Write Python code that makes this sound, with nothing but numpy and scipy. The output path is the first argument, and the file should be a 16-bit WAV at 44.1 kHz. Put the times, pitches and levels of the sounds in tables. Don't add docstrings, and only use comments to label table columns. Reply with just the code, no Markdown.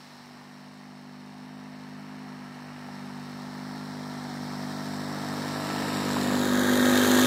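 import sys
import numpy as np
from scipy import signal
from scipy.fft import rfft, irfft, next_fast_len
from scipy.io import wavfile
from scipy.ndimage import uniform_filter1d, map_coordinates

SR = 44100
rng = np.random.default_rng(int(sys.argv[2]) if len(sys.argv) > 2 else 0)


def bounce(signal):
    frames = np.transpose(np.atleast_2d(signal))
    limited = np.clip(frames, -1, 1)
    pcm = np.round(limited * 32767).astype(np.int16)
    wavfile.write(sys.argv[1], SR, pcm)


def convert_level_to_amplitude(level_db):
    exponent = np.asarray(level_db, float) / 20
    return 10 ** exponent


N = 320166

# time in seconds, engine cycles in Hz, exhaust boom in dB.
ENGINE = [(0, 49.65, -54), (.22, 48.63, -52), (.71, 50.3, -50.5), (1.05, 49.7, -49), (1.5, 50.67, -47),
          (1.94, 50.3, -45.5), (2.14, 51.24, -44.5), (2.48, 49.7, -45.5), (3.3, 49.3, -42),
          (3.8, 50.46, -41), (4.4, 49.2, -38.5), (4.9, 50.01, -38), (5.4, 49.44, -38), (5.8, 49.97, -36.5),
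          (6.2, 49.36, -30), (6.45, 49.48, -27), (6.9, 49.94, -23.5), (7.26, 50.26, -21.5)]
# time in seconds, nearness from 0 to 1.
APPROACH = [(0, 0.19), (3, 0.19), (4.4, 0.28), (5, 0.39), (5.8, 0.54), (6.2, 0.67), (6.6, 0.99), (7.26, 1)]
# time in seconds, noise loudness in dB, exposure of bare metal in dB.
PASSAGE = [(0, -52, 2), (.4, -52, -2), (1, -53.5, -2.5), (2.3, -49, -5.5), (3.1, -47, -3), (3.9, -45.5, -1),
           (4.6, -42.5, 0), (5.2, -39.5, -1), (5.55, -37, -0.5), (5.75, -35, -1), (6.2, -33.5, 0.5),
           (6.6, -31, -2.5), (6.85, -29, -0.5), (7.26, -28, 4)]

# order (multiple of the cycle rate), level in dB.
ORDERS_FAR = [(1, -30), (2, -24), (3, -6.5), (4, -0.5), (5, 0), (6, -24), (7, -23), (8, -16), (9, -29.5),
              (10, -30), (11, -34.5), (12, -16), (13, -31), (14, -29), (15, -23), (16, -18.5), (17, -22.5),
              (18, -19.5), (19, -22.5), (20, -77)]
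ORDERS_MID = [(1, -38), (2, -12.5), (3, -4), (4, -4), (5, -0.5), (6, -3), (7, -18.5), (8, -16.5),
              (9, -10.5), (10, -15.5), (11, -14), (12, -27), (13, -9), (14, -13), (15, -13.5), (16, -28),
              (17, -16), (18, -22), (19, -17.5), (20, -12)]
ORDERS_NEAR = [(1, -43), (2, -19), (3, -19.5), (4, -11.5), (5, 0), (6, -15.5), (7, -11.5), (8, -12),
               (9, -19), (10, -17), (11, -15), (12, -22), (13, -39), (14, -33), (15, -37), (16, -23),
               (17, -48), (18, -33), (19, -25), (20, -33)]
# middle in seconds, half length in seconds, loss in dB.
THIRD_ORDER_FADES = [
    (.25, 0.19, 2.5),
    (7.1, 0.16, 4),
]
FOURTH_ORDER_FADES = [(.22, 0.2, 8.8), (2.7, 0.19, 6.7), (3.35, .15, 4.5), (4.25, .25, 5.3),
                      (5.5, .15, 4.4), (7.05, .25, 11.55)]

# frequency in Hz, density in dB per Hz.
RASP_FAR = [(20, -23), (65, -29), (120, -14), (245, -8.5), (400, -17), (520, -20), (700, -7), (910, -7),
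            (1100, -8.5), (1500, -13.5), (1800, -9.5), (2100, -14), (2400, -20), (3200, -56)]
RASP_NEAR = [(20, -39), (85, -20), (173, -14.5), (245, -0.5), (300, -10), (400, -6.5), (750, -10),
             (1050, -11), (1260, -9.5), (1450, -13), (1750, -11), (1950, -18), (2300, -34.5), (3200, -68)]
BELT = [(1800, -39), (2150, 4.5), (2400, 2), (2700, 3.5), (3050, 2.5), (3400, -12)]
CLATTER_FAR = [(2700, -16.5), (3200, -6), (3800, -1.5), (4100, 1), (4350, -6), (5000, -5.5), (5420, 0),
               (5650, -6), (5900, -10), (7000, -12.5), (9000, -27)]
CLATTER_NEAR = [(2700, -26), (3150, 2), (3500, -1.5), (3800, -0.5), (4050, -6), (4600, -9.5), (5400, -6),
                (6400, -6), (7500, -6), (9000, -17)]
SPRAY_FAR = [(5000, -19), (6500, -14), (8000, 1), (10000, 0), (12500, -6), (15500, -5), (16500, -32)]
SPRAY_NEAR = [(5000, -1), (6500, -12), (8000, 2), (10000, 2.5), (12500, 3), (15500, -1), (16500, -30)]

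# pitch in Hz, width in Hz, far level in dB, near level in dB.
PANELS = [(922, 54.8, -15.5, -31), (1637, 99, -25, -5.5), (1815, 40, -20.5, -13.5),
          (3752, 105, -20.5, -14.5), (4085, 31, -23.5, -18.5), (4330, 200, -15, -27), (5430, 280, -24, -45),
          (7700, 180, -31, -24)]
# middle in seconds, half length in seconds, loss in dB.
BURIALS = [
    (4.2, 0.97, 6.5),
    (5.2, 0.36, 4),
    (6.664, 0.3, 8.5),
]
# time in seconds, pitch in Hz.
GEAR_MESH = [(2.3, 1322), (2.92, 1334), (3.48, 1314), (3.8, 1366), (4.39, 1323), (5.1, 1336), (5.7, 1325),
             (6.2, 1262), (7.26, 1255)]
# time in seconds, peak in dB, pitch in Hz.
ICE_KNOCKS = [
    (2.888, -32, 794),
    (6.168, -18, 934),
]

SECOND_FIRING = .40
THUMP_DELAY = .2
BELT_DB, CLATTER_DB, SPRAY_DB, WHINE_DB = -11, -5.5, -17.5, -11
SPRAY_NEAR_DB, SPRAY_FOLLOWS = 7.5, .79
PANEL_CURVE = 2.4
WHINE_FROM_S, WHINE_RISE_S = 1.8, .18
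ECHO_FAR_MS, ECHO_GROWTH_MS, ECHO_CURVE = .291, .08, 2.3
ECHO_LEAST, ECHO_CLOSE, ECHO_MIDWAY = .2, .16, 1.6


def rms_one(x):
    return x / np.sqrt(np.mean(x ** 2) + 1e-20)


def in_time(rows):
    s, *columns = np.transpose(rows)
    return [np.interp(np.arange(N) / SR, s, c) for c in columns]


def drift(rate_hz):
    pole = np.exp(-2 * np.pi * rate_hz * 40 / SR)
    noise = rng.standard_normal(N // 40 + 2002)
    slow = signal.lfilter([1], [1, -2 * pole, pole * pole], noise)[2000:]
    return np.interp(np.arange(N) / 40, np.arange(len(slow)), rms_one(slow))


def fades_db(rows):
    t = np.arange(N) / SR
    return -sum(db * np.exp(-((t - s) / half_s) ** 2) for s, half_s, db in rows)


def colour(x, spectrum):
    hz, db = np.transpose(spectrum)
    size = next_fast_len(N)
    log_hz = np.log(np.arange(size // 2 + 1) * SR / size + 1)
    gain = convert_level_to_amplitude(np.interp(log_hz, np.log(hz), db, -90, -90))
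    return rms_one(irfft(rfft(x, size) * gain, size)[:N])


def puffs(turns, first_db, second_db, decay, scatter_db):
    gate = np.ones(N)
    for delay, db in ((0, first_db), (SECOND_FIRING, second_db)):
        cycles = turns - delay + 1
        since = cycles % 1 / decay
        strength = convert_level_to_amplitude(db + scatter_db * rng.standard_normal(500)[cycles.astype(int)])
        gate = gate + strength * since * np.exp(1 - since)
    return gate


def approaching(gate, near, far_spectrum, near_spectrum):
    noise = rng.standard_normal(N) * gate
    blend = (1 - near) * colour(noise, far_spectrum) + near * colour(noise, near_spectrum)
    return blend / np.sqrt(uniform_filter1d(blend ** 2, size=SR))


def exhaust(turns, near, boom_db):
    out = np.zeros(N)
    faded_db = {3: fades_db(THIRD_ORDER_FADES), 4: fades_db(FOURTH_ORDER_FADES)}
    for (order, far_db), (_, mid_db), (_, near_db) in zip(ORDERS_FAR, ORDERS_MID, ORDERS_NEAR):
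        k = round(order)
        db = boom_db + np.interp(near, [0, .5, 1], [far_db, mid_db, near_db])
        loose = max(k - 4, 1)
        waver_db = .45 * np.sqrt(loose) * drift(8) + .3 * min(loose - 1, 4) * drift(1.5)
        waver_db = waver_db + faded_db.get(k, 0) + (k == 4) * 2 * near * drift(12)
        lead = .32 * max(4 - k, 0) ** 1.5
        trail = (THUMP_DELAY * (k - 7) - .15) * (k > 6) * (1 - .8 * near ** 4)
        slip = .005 * loose * drift(5)
        out += convert_level_to_amplitude(db + waver_db) * np.cos(2 * np.pi * (k * turns + lead - trail + slip))
    return np.sqrt(2) * out


def panels(gate, near):
    out = np.zeros(N)
    noise = rng.standard_normal(N) * gate
    for hz, width_hz, far_db, near_db in PANELS:
        pole = np.exp(-np.pi * width_hz / SR)
        ring = signal.lfilter([1, 0, -1], [1, -2 * pole * np.cos(2 * np.pi * hz / SR), pole * pole], noise)
        db = far_db + near ** PANEL_CURVE * (near_db - far_db)
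        out += rms_one(ring) * convert_level_to_amplitude(db + 1.6 * drift(1.5))
    return out


def rasp(firings, valves, near, loud_db):
    return convert_level_to_amplitude(loud_db) * (approaching(firings, near, RASP_FAR, RASP_NEAR) + panels(valves, near))


def belt(firings, near, loud_db):
    return convert_level_to_amplitude(loud_db + BELT_DB + fades_db(BURIALS)) * approaching(firings, near, BELT, BELT)


def clatter(valves, near, loud_db, bare_db):
    return convert_level_to_amplitude(loud_db + CLATTER_DB + bare_db) * approaching(valves, near, CLATTER_FAR, CLATTER_NEAR)


def spray(valves, near, loud_db, bare_db):
    db = loud_db + SPRAY_DB + SPRAY_FOLLOWS * bare_db + SPRAY_NEAR_DB * near ** 2
    return convert_level_to_amplitude(db) * approaching(valves * convert_level_to_amplitude(.32 * drift(14)), near, SPRAY_FAR, SPRAY_NEAR)


def ground_echo(x, near):
    lag_ms = ECHO_FAR_MS + ECHO_GROWTH_MS * near ** ECHO_CURVE
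    lag = lag_ms * (1 + .006 * drift(6)) * SR / 1000
    strength = ECHO_LEAST + ECHO_CLOSE * near + ECHO_MIDWAY * near ** 2 * (1 - near)
    strength = strength * convert_level_to_amplitude(1.5 * drift(8))
    late = map_coordinates(x, [np.arange(N) - lag], order=3)
    return (x - strength * late) / np.sqrt(1 + strength ** 2)


def whine(db):
    hz, = in_time(GEAR_MESH)
    load = .14 + .63 / (1 + np.exp((WHINE_FROM_S - np.arange(N) / SR) / WHINE_RISE_S))
    phase = 2 * np.pi * np.cumsum(hz + 5.7 * drift(20.94)) / SR
    return np.sqrt(2) * load * convert_level_to_amplitude(db + 2.2 * drift(8.37)) * np.sin(phase)


def knocks():
    out, t = np.zeros(N), np.arange(800) / SR
    shape = t / .0008 * np.exp(1 - t / .0008)
    for s, db, hz in ICE_KNOCKS:
        out[round(s * SR):][:len(t)] -= convert_level_to_amplitude(db) * shape * np.sin(2 * np.pi * hz * t)
    return out


def scene():
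    cycles_hz, boom_db = in_time(ENGINE)
    loud_db, bare_db = in_time(PASSAGE)
    near = np.clip(in_time(APPROACH)[0], 0, 1)
    turns = np.cumsum(cycles_hz) / SR
    thump = turns - THUMP_DELAY * (1 - .8 * near ** 4)
    firings = puffs(thump, -5 + 9 * near, -9 + 8 * near, .06, .69)
    valves = puffs(thump, -13 + 9 * near, -10 + 11 * near, .074, 2.7)
    engine = exhaust(turns, near, boom_db) + rasp(firings, valves, near, loud_db)
    engine = engine + belt(firings, near, loud_db) + whine(loud_db + WHINE_DB)
    treble = clatter(valves, near, loud_db, bare_db) + spray(valves, near, loud_db, bare_db)
    return (engine + ground_echo(treble, near) + knocks())[None]


def thin_weak_patches(x, depth_db, from_hz):
    hz, _, cells = signal.stft(x, SR, nperseg=2048)
    power = np.abs(cells) ** 2
    patch = uniform_filter1d(power, size=7, axis=-2)
    around = uniform_filter1d(uniform_filter1d(power, size=110, axis=-2), size=3, axis=-1)
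    steep = (from_hz / np.maximum(hz, 1))[:, None] ** .65
    cells[patch < around * convert_level_to_amplitude(2 * depth_db * steep)] *= .03
    return signal.istft(cells, SR, nperseg=2048)[1][..., :N]


def roll_off(x):
    return signal.sosfilt(signal.butter(12, 15740, fs=SR, output="sos"), x)


def record(dry):
    thinned = thin_weak_patches(dry, depth_db=-4.6, from_hz=12000)
    return roll_off(thinned)


dry = scene()
out = record(dry)
bounce(out)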